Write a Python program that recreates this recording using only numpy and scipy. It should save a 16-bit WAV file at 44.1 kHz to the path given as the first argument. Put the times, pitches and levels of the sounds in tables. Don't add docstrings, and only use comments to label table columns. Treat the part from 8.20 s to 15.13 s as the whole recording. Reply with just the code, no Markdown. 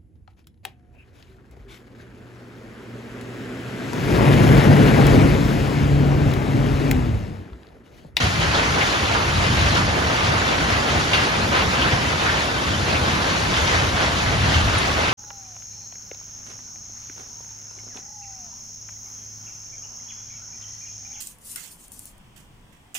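import sys
import numpy as np
from scipy import signal
from scipy.fft import rfft, irfft, next_fast_len
from scipy.io import wavfile
from scipy.ndimage import uniform_filter1d

SR = 44100
rng = np.random.default_rng(int(sys.argv[2]) if len(sys.argv) > 2 else 0)


def makeup_ratio(level_db):
    decades = np.asarray(level_db, float) / 20
    return 10 ** decades


def wrap_up_sound(samples):
    columns = np.atleast_2d(samples).T
    tamed = np.clip(columns, -1, 1)
    steps = np.round(tamed * 32767).astype(np.int16)
    wavfile.write(sys.argv[1], SR, steps)


N = 305613


def evened(x):
    return x / np.sqrt(np.mean(x ** 2) + 1e-20)


def read(points, hz):
    point_hz, value = np.transpose(points)
    return np.interp(np.log(hz + 1), np.log(point_hz + 1), value)


def impact_sizes(per_s, spread_db, most):
    size = makeup_ratio(spread_db * np.minimum(rng.exponential(1, N), most))
    return size * (rng.random(N) < per_s / SR)


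def impacts(per_s, spread_db, t60_s):
    size = impact_sizes(per_s, spread_db, most=4)
    kept_per_sample = makeup_ratio(-120 / (t60_s * SR))
    power = signal.lfilter([1], [1, -kept_per_sample], size ** 2)
    return evened(np.sqrt(power) * rng.standard_normal((2, N)))


def shaped(x, field_db, size):
    overlap = size * 3 // 4
    hz, t, z = signal.stft(x, SR, nperseg=size, noverlap=overlap)
    z = z * makeup_ratio(field_db(t, hz))
    y = signal.istft(z, SR, nperseg=size, noverlap=overlap)[1]
    return evened(y[:, :N])


def drift(t, hz, bins, frames):
    field = rng.standard_normal((len(t), len(hz))).T
    field = uniform_filter1d(field, size=bins, axis=0)
    return evened(uniform_filter1d(field, size=frames, axis=1))


def swells(events, t, hz, octaves):
    peak_s, db, pitch_hz, fade_s = np.transpose(events)[:, :, None]
    u = (t - peak_s) / fade_s
    rise_share = 0.83
    shape = np.exp(-np.where(u < 0, u / rise_share, u) ** 2 / 2)
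    away = np.log2((hz + 1) / pitch_hz) / octaves
    reach = makeup_ratio(db) ** 2 * np.exp(-away ** 2 / 2)
    level_db = 10 * np.log10(1 + reach.T @ shape)
    return level_db - level_db.mean(1, keepdims=True)


def add(mix, s, sound):
    part = mix[:, round(s * SR):][:, :sound.shape[1]]
    part += sound[:, :part.shape[1]]


# peak in seconds, level in dB over the steady rumble, pitch in Hz, fade in seconds.
THUNDER_ROLLS = [(0.03, 9, 70, 0.025), (0.3, 6, 132, 0.28), (1.26, 9.5, 50, 0.2), (1.45, 6.5, 130, 0.37),
                 (2.17, 4.2, 90, 0.09), (2.47, 7, 120, 0.092), (2.76, 7.5, 110, 0.057),
                 (3.2, 3.5, 130, 0.34), (3.43, 4, 70, 0.052), (3.74, 6, 110, 0.16), (4.13, 4, 80, 0.071),
                 (4.6, 5.5, 101, 0.14), (4.81, 5, 70, 0.052), (4.94, 5.5, 190, 0.047),
                 (5.17, 3.5, 150, 0.097), (5.44, 7, 50, 0.17), (5.8, 5, 70, 0.2), (6.22, 9.5, 70, 0.15),
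                 (6.4, 8.5, 50, 0.085), (6.48, 6.5, 50, 0.34)]
# frequency in Hz, density in dB per Hz.
RUMBLE_COLOUR = [(20, -26), (30, -8), (45, -19), (70, 3), (95, -1), (140, -4.5), (210, -10), (320, -15),
                 (600, -48)]


def thunder():
    thuds = impacts(per_s=810, spread_db=1.0, t60_s=0.2)

    def field_db(t, hz):
        return read(RUMBLE_COLOUR, hz)[:, None] + 1.36 * swells(THUNDER_ROLLS, t, hz, octaves=0.99)
    return makeup_ratio(-24.5) * shaped(thuds, field_db, size=2048)


# peak in seconds, level in dB over the steady fall, surface pitch in Hz, fade in seconds.
RAIN_SHEETS = [(0.0, 4.0, 3220, 0.056), (0.23, 3.5, 2170, 0.021), (0.38, 3.5, 1720, 0.068),
               (0.65, 3, 2000, 0.1), (0.94, 2, 1100, 0.061), (1.23, 0, 2530, 0.11), (1.45, 3, 2220, 0.076),
               (1.57, 5.5, 2600, 0.017), (2.1, 2, 1300, 0.32), (2.52, 1.5, 2020, 0.031),
               (2.71, 3.5, 1260, 0.031), (2.82, 1, 2270, 0.051), (3.0, 5, 1700, 0.051),
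               (3.17, 1, 1120, 0.059), (3.38, 6.5, 1200, 0.036), (3.63, 3.0, 1530, 0.099),
               (3.89, -2.5, 1800, 0.052), (4.05, 2.2, 1680, 0.039), (4.19, 1.5, 1890, 0.044),
               (4.73, 0.5, 1220, 0.048), (4.89, 1.5, 1590, 0.043), (5.11, 1.6, 2020, 0.078),
               (5.39, 2.5, 2640, 0.069), (5.54, 4, 2440, 0.068), (5.83, 4.5, 1480, 0.05),
               (6.0, -0.5, 3300, 0.029), (6.1, -0.7, 1360, 0.041), (6.33, 3.1, 2560, 0.075),
               (6.57, 2.2, 1870, 0.08), (6.84, 2.5, 1470, 0.062)]
# frequency in Hz, density in dB per Hz.
RAIN_COLOUR = [(200, -1.5), (300, -0.3), (450, 0), (800, 1.37), (1650, -0.4), (1950, -1.5), (3200, -5.5),
               (4500, -9.5), (6500, -14), (8000, -18), (10000, -25.5), (12000, -32), (13200, -29),
               (15500, -40)]


def rain():
    far = impacts(per_s=7500, spread_db=0.5, t60_s=0.041)
    near = impacts(per_s=400, spread_db=0.5, t60_s=0.0088)

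    def field_db(t, hz):
        fine = 1.1 * drift(t, hz, bins=8, frames=16)
        broad = 0.51 * drift(t, hz, bins=30, frames=10)
        bass_cut = -30 * np.maximum(np.log2(200 / (hz + 1)), 0)
        colour = (read(RAIN_COLOUR, hz) + bass_cut)[:, None]
        return colour + 1.1 * swells(RAIN_SHEETS, t, hz, octaves=1.4) + fine + broad
    return makeup_ratio(-21) * shaped(far + makeup_ratio(-13.0) * near, field_db, size=512)


def patter():
    size = impact_sizes(per_s=300, spread_db=3.0, most=3)
    struck = rng.integers(0, 30, N)
    t, t60_s, rise_s = np.arange(3000) / SR, 0.1, 0.0037
    out = np.zeros((2, N))
    for k, hz in enumerate(np.geomspace(700, 5000, 30)):
        level = makeup_ratio(read(RAIN_COLOUR, hz) - 60 * t / t60_s) * np.sqrt(hz)
        ring = level * np.sin(2 * np.pi * hz * t) * np.minimum(t / rise_s, 1)
        out[k % 2] += signal.oaconvolve(size * (struck == k), ring)[:N]
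    return makeup_ratio(-31.5) * evened(out)


def burst(s, peak_db, hz, width_hz, length_s, mix):
    t = np.arange(6000) / SR
    body = np.exp(-(t / length_s) ** 3)
    tail = 0.49 * np.exp(-t / (2 * length_s))
    shape = (1 - np.exp(-t / 0.00064)) * (body + tail)
    r = np.exp(-np.pi * width_hz / SR)
    poles = [1, -2 * r * np.cos(2 * np.pi * hz / SR), r * r]
    ring = rng.standard_normal((2, 6000))
    for _ in range(2):
        ring = signal.lfilter([1, 0, -1], poles, ring)
    add(mix, s, makeup_ratio(peak_db - 12.5) * shape * evened(ring))


# start in seconds, level in dB, pitch in Hz, t60 in seconds.
METAL_RING = (2.94, -23, 2756, 0.6)


def metal_ring(mix):
    s, db, hz, t60_s = METAL_RING
    t = np.arange(12000) / SR
    tone = makeup_ratio(db - 60 * t / t60_s) * np.sin(2 * np.pi * hz * t)
    add(mix, s, tone * np.array([[1], [0.28]]))


# start in seconds, peak in dB, pitch in Hz, ring width in Hz, length in seconds.
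NEAR_STONES = [(0.344, -18, 3700, 900, 0.02), (0.61, -11, 2150, 900, 0.024), (0.948, -10, 1150, 900, 0.028),
               (1.5304, -34, 1730, 900, 0.02), (2.214, -12, 1550, 900, 0.014),
               (2.545, -17, 1500, 910, 0.02), (2.931, -7, 2460, 1960, 0.029),
               (3.616, -12.5, 2880, 900, 0.023), (4.058, -12, 1480, 700, 0.051),
               (4.746, -13, 2340, 900, 0.023), (5.338, -13, 3320, 920, 0.0081),
               (5.358, -15, 3160, 900, 0.017), (6.338, -14, 3000, 900, 0.026)]
# start in seconds, peak in dB, pitch in Hz, ring width in Hz,
# length in seconds.
SMALL_PINGS = [
    (0.1211, -35, 9860, 504, 0.008),
    (0.4459, -61, 9340, 500, 0.008),
    (2.793, -33, 9880, 500, 0.008),
    (3.1637, -30, 9540, 503, 0.008),
    (6.581, -21, 9250, 530, 0.0094),
]


def hail():
    mix = patter()
    for row in NEAR_STONES + SMALL_PINGS:
        burst(*row, mix)
    metal_ring(mix)
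    return mix


# frequency in Hz, likeness from 0 to 1.
PORT_LIKENESS = [(110, 0.975), (200, 0.83), (450, 0.51), (1000, 0.46), (1400, 0.37), (1700, 0.54),
                 (2000, 0.17), (2500, 0.22), (3000, 0.52), (4400, 0.52), (5200, 0.34), (6200, 0.57),
                 (7300, 0.55)]
# frequency in Hz, lead in radians.
LEFT_LEAD = [(0, 0), (260, -0.2), (780, -1.8), (1640, -2.0), (2840, -5.4), (3960, -6.4), (5000, -5.8),
             (6550, -7.0), (7670, -9.3), (8870, -9.4), (10400, -12.6), (13000, -12.5), (13400, -15.6),
             (13600, -15.7)]
# frequency in Hz, left minus right in dB.
PORT_TILT = [(60, 1.0), (98, 1.0), (160, 1.5), (260, -0.5), (430, -0.5), (700, -0.5), (1150, -1.5),
             (1880, 0.0), (3080, 1.5), (5030, 2.0), (8230, 0.5), (13500, 0.0)]


def ports(streams):
    size = next_fast_len(N)
    hz = np.fft.rfftfreq(size, 1 / SR)
    shared, other = rfft(streams, size)
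    same = np.clip(read(PORT_LIKENESS, hz), 0, 1)
    lead = np.interp(hz, *np.transpose(LEFT_LEAD))
    right = same * np.exp(-1j * lead) * shared + np.sqrt(1 - same ** 2) * other
    tilt = makeup_ratio(read(PORT_TILT, hz) / 2)
    return irfft(np.array([shared * tilt, right / tilt]), size)[:, :N]


def scene():
    return ports(rain() + hail() + thunder())


def top_cut(x):
    return signal.sosfilt(signal.butter(12, 15750, fs=SR, output="sos"), x)


# low edge in Hz, high edge in Hz.
DIFFERENCE_ONLY = [(7650, 8900), (13800, 22000)]
# low edge in Hz, high edge in Hz.
SUM_ONLY = [(10350, 13100)]
# gap's upper edge in Hz, top in Hz.
STRAY_HZ = [250, 450]
# low edge in Hz, high edge in Hz.
THINNING_HZ = (11000, 13000)


def record(dry):
    hz, t, (left, right) = signal.stft(dry, SR, nperseg=2048)
    hz = hz[:, None]
    gap_stray, top_stray = (np.round(rng.standard_normal((len(t), 2))) * STRAY_HZ).T
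    gap_stray = gap_stray * (abs(gap_stray) > STRAY_HZ[0])
    (gap_lo, gap_hi), (top, _) = DIFFERENCE_ONLY
    mid = (left + right) / 2 * ((hz < gap_lo) | (hz > gap_hi + gap_stray))
    threshold = np.interp(hz, THINNING_HZ, [-1.6, 1.1], left=-np.inf)
    clumps = drift(t, hz, bins=8, frames=2) > threshold
    mid = mid * clumps * (hz < top + top_stray)
    side = (left - right) / 2
    for lo, hi in SUM_ONLY:
        side = side * ((hz < lo) | (hz > hi))
    side = side * ((hz < THINNING_HZ[0]) | (drift(t, hz, bins=8, frames=2) > 0.2))
    kept = signal.istft(np.array([mid + side, mid - side]), SR, nperseg=2048)[1]
    return top_cut(kept[:, :N])


dry = scene()
out = record(dry)
wrap_up_sound(out)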